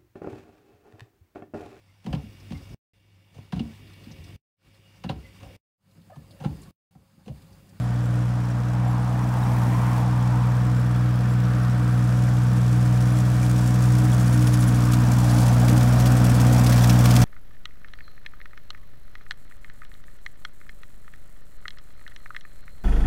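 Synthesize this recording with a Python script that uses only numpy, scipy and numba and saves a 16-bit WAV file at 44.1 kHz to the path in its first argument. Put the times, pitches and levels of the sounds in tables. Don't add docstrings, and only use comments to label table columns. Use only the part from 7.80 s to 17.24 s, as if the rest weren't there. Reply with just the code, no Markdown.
import sys
import numpy as np
from scipy import signal
from scipy.fft import rfft, irfft, next_fast_len
from scipy.io import wavfile
from scipy.ndimage import map_coordinates
from numba import njit

SR = 44100
rng = np.random.default_rng(int(sys.argv[2]) if len(sys.argv) > 2 else 0)


def put_to_file(sound):
    columns = np.atleast_2d(sound).T
    safe = np.clip(columns, -1, 1)
    whole_steps = np.round(safe * 32767)
    wavfile.write(sys.argv[1], SR, whole_steps.astype(np.int16))


N = 416304
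TIME = np.arange(N) / SR
FIRING_ORDER = 6

TICK_PATTERN = [3, -5.5, 2]
# t/s, rate/Hz, depth of their beat in the spray (0-1)
TREAD_BEAT = [(0, 12, .05), (3.3, 17.6, 0), (5.6, 12, .35), (6.6, 14.3, 0.42), (7.5, 17, 0.53),
              (9.001, 17.3, 0.9), (9.44, 19.3, 0.3)]


def undb(db):
    return 10 ** (np.asarray(db) / 20)


def unit(x):
    return x / np.sqrt(np.mean(x ** 2))


def curves(table):
    s, *columns = np.transpose(table)
    return [np.interp(TIME, s, c) for c in columns]


def noise():
    return rng.standard_normal(N)


def walk(rate):
    knots = rng.standard_normal(8192)
    return unit(map_coordinates(knots, [TIME * rate + 4], order=2, mode="wrap"))


def swell(s, half_width_s):
    return np.exp(-((TIME - s) / half_width_s) ** 2)


def mode(t, hz, t60):
    return np.exp(-np.log(1000) * t / t60) * np.sin(2 * np.pi * hz * t)


def colour(x, spectrum):
    size = next_fast_len(N + 8192, True)
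    hz, db = np.transpose(spectrum)
    f = np.maximum(np.fft.rfftfreq(size, 1 / SR), 1)
    skirts = np.minimum(f / hz[0], 1) ** 2 * np.minimum(hz[-1] / f, 1) ** 2
    gain = unit(undb(np.interp(np.log(f), np.log(hz), db)) * skirts)
    cepstrum = irfft(np.log(gain), size)
    cepstrum[1:size // 2] *= 2
    cepstrum[size // 2 + 1:] = 0
    return irfft(rfft(x, size) * np.exp(rfft(cepstrum)), size)[:N]


def grains(rate, spread_db):
    hit = rng.random(N) < rate / SR
    return unit(hit * np.sign(noise()) * undb(spread_db * np.minimum(rng.exponential(size=N), 5)))


def beats(turns, decay, scatter_db, pattern_db=(0,), rise=0.018):
    index = np.floor(turns).astype(int)
    db = scatter_db * rng.standard_normal(4096)[index] + np.array(pattern_db)[index % len(pattern_db)]
    return unit(undb(db) * (1 - np.exp(-(turns % 1) / rise)) * np.exp(-(turns % 1) / decay))


@njit
def resonance(x, hz, width_hz):
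    y, band_state, low_state = np.empty(len(x)), 0., 0.
    for i in range(len(x)):
        g, damping = np.tan(np.pi * hz[i] / SR), width_hz / hz[i]
        band = (band_state + g * (x[i] - low_state)) / (1 + g * (g + damping))
        band_state, low_state = 2 * band - band_state, low_state + 2 * g * band
        y[i] = damping * band
    return y


def at_distance(metres, db, loss_db):
    return undb(db - loss_db * np.log2(metres / 10))


def repeats(runs):
    times, tread_hz, _ = np.transpose(TREAD_BEAT)
    return [(s + k / np.interp(s, times, tread_hz), db)
            for s, count, db in runs for k in range(round(count))]


def harmonics(cycle, orders, waver_db):
    muffler_lag = .8
    out = np.zeros(N)
    for order, db in orders:
        phase = 2 * np.pi * order * cycle - muffler_lag * (order - FIRING_ORDER)
        out -= undb(db + waver_db * walk(7.7)) * np.sqrt(2) * np.cos(phase)
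    return out


def exhaust(cycle, metres, vent):
    # order, level/dB
    drone_orders = [(2, -39), (4, -20.5), (5, -31), (6, 0.5), (7, -22.5), (8, -76), (9, -10.5), (10, -30)]
    boom_orders = [(11, -14), (12, 0.5), (13, -18.5)]
    rasp_orders = [(14, -19), (15, -2), (16, -13), (17, -29)]
    # t/s, level/dB
    drone_levels = [(0, -24.5), (.3, -22), (.7, -24), (1.1, -21.5), (1.35, -23), (1.9, -20), (2.65, -20),
                    (3.15, -20.5), (4.4, -19), (5.1, -18), (5.6, -19), (6.3, -16.5), (7.3, -17.9),
                    (7.7, -16.5), (8.45, -16.5), (9.44, -14)]
    drone_db, = curves(drone_levels)
    drone = undb(drone_db) * harmonics(cycle, drone_orders, waver_db=.4)
    thump = at_distance(metres, -30, 7.2) * harmonics(cycle - .225, [(3, 0)], waver_db=.6)
    flank = undb(7.5 * (1 + np.tanh((TIME - 6.55) / .27)) / 2)
    boom = at_distance(metres, -40.5, 6.4) * flank * harmonics(cycle, boom_orders, waver_db=1.35)
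    rasp = at_distance(metres, -48.5, 5.6) * vent * harmonics(cycle, rasp_orders, waver_db=3.3)
    return drone + thump + boom + rasp


def fan(cycle, blade_order=14.884, waver_db=2.2):
    return np.sqrt(2) * undb(waver_db * walk(20)) * np.cos(2 * np.pi * blade_order * cycle)


def pump(cycle, drift_db=1.1, waver_db=1.55):
    # multiple of the piston rate, level/dB
    tones = [(2, -7), (3, -1.5), (4, -10.5), (6, -18)]
    piston_phase = 2 * np.pi * 12 * cycle
    drift = undb(drift_db * walk(3))
    return drift * sum(undb(db + waver_db * walk(13)) * np.sin(round(k) * piston_phase + .45 * walk(30))
                       for k, db in tones)


def clatter(cycle, knock_share=.44):
    # f/Hz, level/dB
    block_spectrum = [(250, -13.5), (380, -4), (470, 0), (640, 2.5), (830, -4), (1150, -2), (1550, -1),
                      (1850, -6.5), (2100, -11.5), (2500, -13.5), (3100, -15.5), (4500, -21), (9000, -36)]
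    # f/Hz, bandwidth/Hz, level/dB
    cover_modes = [(470, 110, -5), (690, 19, -26), (900, 110, -5.5), (1150, 105, -6.5), (1846, 65, -9),
                   (2300, 160, -10.5)]
    knocks = beats(FIRING_ORDER * cycle, decay=.5, scatter_db=1.5) * noise()
    block = colour(unit(knock_share * knocks + noise()), block_spectrum)
    covers = sum(undb(db) * resonance(block, np.full(N, float(hz)), float(width))
                 for hz, width, db in cover_modes)
    return unit(block + covers)


def valves(cycle, hiss=1.1):
    # f/Hz, level/dB
    spectrum = [(1500, -12.5), (2350, 2), (2850, -3), (3400, -0.5), (4100, -4), (5000, 0), (5600, 0),
                (6500, -4), (8200, -4), (10000, -10), (12500, -10), (15500, -10)]
    ticks = beats(len(TICK_PATTERN) * cycle, decay=.28, scatter_db=2, pattern_db=TICK_PATTERN, rise=.08)
    return colour(unit(ticks * noise() + hiss * noise()), spectrum)


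def engine(cycle, tick_cycle, metres):
    vent = undb(6.34 * swell(6.89, 1.6))
    out = exhaust(cycle, metres, vent)
    out += at_distance(metres, -39, 4.2) * vent * fan(cycle)
    out += at_distance(metres, -39.5, 7.3) * pump(cycle)
    out += at_distance(metres, -34.5, 6.7) * clatter(cycle)
    return out + at_distance(metres, -44, 12.3) * valves(tick_cycle)


def drumming():
    # f/Hz, level/dB
    hull_spectrum = [(25, -45), (50, -9.5), (100, -4), (150, -3), (200, 4.5), (250, 0.5), (295, -2.5),
                     (330, -10), (375, -21.5), (600, -43.5)]
    # t/s, half width/s, gain/dB
    ruts = [(1.7, 0.28, 4.5), (8.25, 0.45, 4.5)]
    rough = undb(sum(db * swell(s, half_width) for s, half_width, db in ruts))
    return rough * colour(grains(1600, spread_db=1.3), hull_spectrum)


def churn(width_hz=490., low_cut_hz=460):
    # t/s, level/dB, centre f/Hz
    churning = [(0, -49, 684), (.88, -43.5, 830), (1.12, -36, 790), (1.35, -38, 845), (1.65, -35, 840),
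                (1.92, -35, 840), (2.12, -34, 1000), (2.35, -37.5, 876), (2.65, -36.5, 1000),
                (2.9, -43.5, 1160), (3.4, -47, 1250), (3.8, -41, 1350), (5.5, -60, 997), (6.6, -45, 1090),
                (7.15, -40, 1020), (7.5, -34.5, 720), (7.8, -33.5, 630), (8.5, -35, 670),
                (9.44, -33.5, 696)]
    db, centre_hz = curves(churning)
    crunch = grains(5000, spread_db=.5) * undb(.48 * walk(30))
    crunch = signal.sosfilt(signal.butter(4, low_cut_hz, "high", fs=SR, output="sos"), crunch)
    moving_hz = centre_hz * np.exp(.07 * walk(22))
    return undb(db) * unit(resonance(resonance(crunch, moving_hz, width_hz), moving_hz, width_hz))


def spray(cycle):
    # f/Hz, level/dB
    spectrum = [(900, -32), (2500, -3), (4000, -1.5), (6500, 5), (9000, 3.5), (11500, 0.5), (13000, -2),
                (15700, -4)]
    # t/s, gain/dB
    wetness = [(0, -0.5), (1.6, -1.5), (2.6, -3.5), (3.2, -11), (4.3, 0), (6.6, 4.5), (7.9, 1), (8.3, .5),
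               (9.44, -2.5)]
    wet_db, = curves(wetness)
    tread_hz, depth = curves(TREAD_BEAT)
    turns = np.cumsum(tread_hz) / SR + .13 * walk(11) + 2
    spurts = 1 - depth + depth * beats(turns, decay=.22, scatter_db=1.2, rise=.05)
    shake = beats(len(TICK_PATTERN) * cycle, decay=.22, scatter_db=3, pattern_db=TICK_PATTERN, rise=.05)
    drops = unit(grains(3000, spread_db=3.2) + .7 * noise())
    flow = unit((spurts + .25 * shake) * undb(1.3 * walk(200) + .9 * walk(18)))
    return undb(wet_db) * colour(flow * drops, spectrum)


def air(x, metres, clear_m=8.5, loss_per_doubling=.94):
    loss = np.clip(loss_per_doubling * np.log2(metres / clear_m), 0, 1)
    return x - loss * signal.sosfiltfilt(signal.butter(4, 11500, "high", fs=SR, output="sos"), x)


def clinks(rate=30, spread_db=2.5, t60=.04):
    # f/Hz, level/dB
    roller_modes = [(2330, 1.5), (2600, -4), (3380, 0.5), (4600, -5), (5130, -3), (5640, 1), (7550, -6),
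                    (8200, -4), (9700, -8), (10420, -5), (11230, -7), (11680, -8)]
    t = TIME[:SR // 4]
    return unit(sum(undb(db) * signal.oaconvolve(grains(rate, spread_db), mode(t, hz, t60))[:N]
                    for hz, db in roller_modes))


def chirps(rub_s=.047):
    # t/s, level/dB
    rub_events = [(0, -55), (.22, -51), (1.07, -48), (2.95, -51), (3.49, -47), (3.99, -54), (4.33, -53),
                  (4.88, -49)]
    # f/Hz, level/dB, t60/s
    pivot_modes = [(7600, 3.5, .07), (9700, -5, 0.077), (11230, 0, 0.076), (14650, -8, .07)]
    ring = sum(undb(db) * mode(TIME[:SR // 2], hz, t60) for hz, db, t60 in pivot_modes)
    rubs = sum(undb(db) * (TIME >= s) * (TIME < s + rub_s) for s, db in rub_events)
    return signal.fftconvolve(rubs * noise() / np.sqrt(rub_s * SR), ring)[:N]


def sizzle(start_s=1.16, end_s=2.2, swell_s=.6, release_s=.06):
    # f/Hz, level/dB
    spectrum = [(280, 9), (380, 15), (560, 0), (1200, -5), (2000, 6.5), (4000, -11.5), (8000, -8),
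                (11000, -9), (15700, -13)]
    envelope = np.clip((TIME - start_s) / swell_s, 0, 1) * np.clip(1 - (TIME - end_s) / release_s, 0, 1)
    drops = unit(grains(1500, spread_db=-.5) + .74 * noise())
    return undb(-44.5) * envelope * colour(drops, spectrum)


def squeaks(hz=10420, waver_hz=110, length_s=.026, scatter_db=.5, rough_db=2):
    # first t/s, number of squeaks, level/dB
    runs = [(1.23, 1, -58), (3.005, 10, -58), (3.77, 2, -53), (4.12, 2, -53), (5.33, 1, -49),
            (6.472, 2, -42), (6.673, 4, -39.5), (7.52, 2, -40), (8.562, 1, -42), (8.875, 1, -39)]
    envelope = sum(undb(db - scatter_db * rng.standard_normal()) * swell(s, length_s / 2)
                   for s, db in repeats(runs))
    roughness = undb(rough_db * walk(150))
    phase = 2 * np.pi * np.cumsum(hz + waver_hz * walk(540)) / SR
    return envelope * roughness * np.sin(phase)


def stones(t60=.043):
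    # t/s, f/Hz, level/dB
    pings = [(1.63, 3800, -41), (2.76, 8480, -49), (5.63, 2340, -33), (6.325, 3340, -33),
             (7.135, 4400, -35), (7.69, 6100, -33), (8.87, 4900, -33)]
    return sum(undb(db) * mode(np.maximum(TIME - s, 0), hz, t60) for s, hz, db in pings)


def slaps_and_knocks(decay_s=.011, rise_s=.0012, scatter_db=1, patchy_db=2.5):
    # first t/s, number of bursts, level/dB
    runs = [(6.67, 2, -31), (6.825, 1, -32.5), (7.134, 1, -28), (7.883, 1, -26.5), (8.008, 1, -29),
            (8.2, 2, -28.5), (8.864, 5, -25), (9.2545, 4, -23.5)]
    # f/Hz, level/dB
    spectrum = [(300, -23), (1200, -3), (2500, -1.5), (4000, -2.5), (5500, 1), (8000, -8), (11500, -6.5),
                (15700, -14)]
    envelope = np.zeros(N)
    for s, db in repeats(runs):
        age = np.maximum(TIME - s + rise_s, 0)
        strength = undb(db + scatter_db * rng.standard_normal())
        envelope += strength * (1 - np.exp(-age / rise_s)) * np.exp(-age / decay_s)
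    return colour(envelope * undb(patchy_db * walk(500)) * noise(), spectrum)


def splashes():
    # t/s, half width/s, level/dB
    gushes = [(7.55, .13, -41.5), (7.69, .05, -48), (8.18, 0.1, -50)]
    # f/Hz, level/dB
    spectrum = [(1500, -17), (3000, -4), (4500, 1), (7500, -4), (10000, -6), (15000, -17)]
    envelope = sum(undb(db) * swell(s, half_width) for s, half_width, db in gushes)
    return envelope * colour(grains(3000, spread_db=2) * undb(3.4 * walk(90)), spectrum)


def scene():
    # t/s, four-stroke cycle rate/Hz
    revs = [(0.0, 20.086), (1.1, 20.275), (1.52, 20.565), (1.82, 20.084), (2.27, 20.397), (3.11, 20.395),
            (4.15, 20.309), (4.43, 20.428), (4.7, 20.359), (6.2, 20.488), (7.0, 20.152), (7.35, 20.321),
            (7.53, 20.05), (8.31, 20.583), (8.48, 20.161), (8.79, 20.445), (9.03, 20.161), (9.44, 20.271)]
    # t/s, distance/m
    approach = [(0, 19.7), (1, 18.4), (2, 15.2), (3.2, 14.8), (4.5, 13.8), (6, 11.3), (7.3, 10.08),
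                (8.3, 8.2), (9.44, 6.5)]
    cycle_hz, = curves(revs)
    metres, = curves(approach)
    cycle = np.cumsum(cycle_hz * (1 + .0008 * walk(30))) / SR
    tick_cycle = cycle - .13
    tracks = at_distance(metres, -32.5, 7.2) * drumming() + churn()
    spatter = at_distance(metres, -45, 13.3) * air(spray(tick_cycle), metres)
    bursts = slaps_and_knocks() + sizzle() + splashes()
    steel = squeaks() + chirps() + stones() + at_distance(metres, -52, 10.4) * clinks()
    return (engine(cycle, tick_cycle, metres) + tracks + spatter + bursts + steel)[None]


def record(dry, cutoff_hz=15750):
    return signal.sosfilt(signal.ellip(10, .2, 80, cutoff_hz, fs=SR, output="sos"), dry)


dry = scene()
out = record(dry)
put_to_file(out)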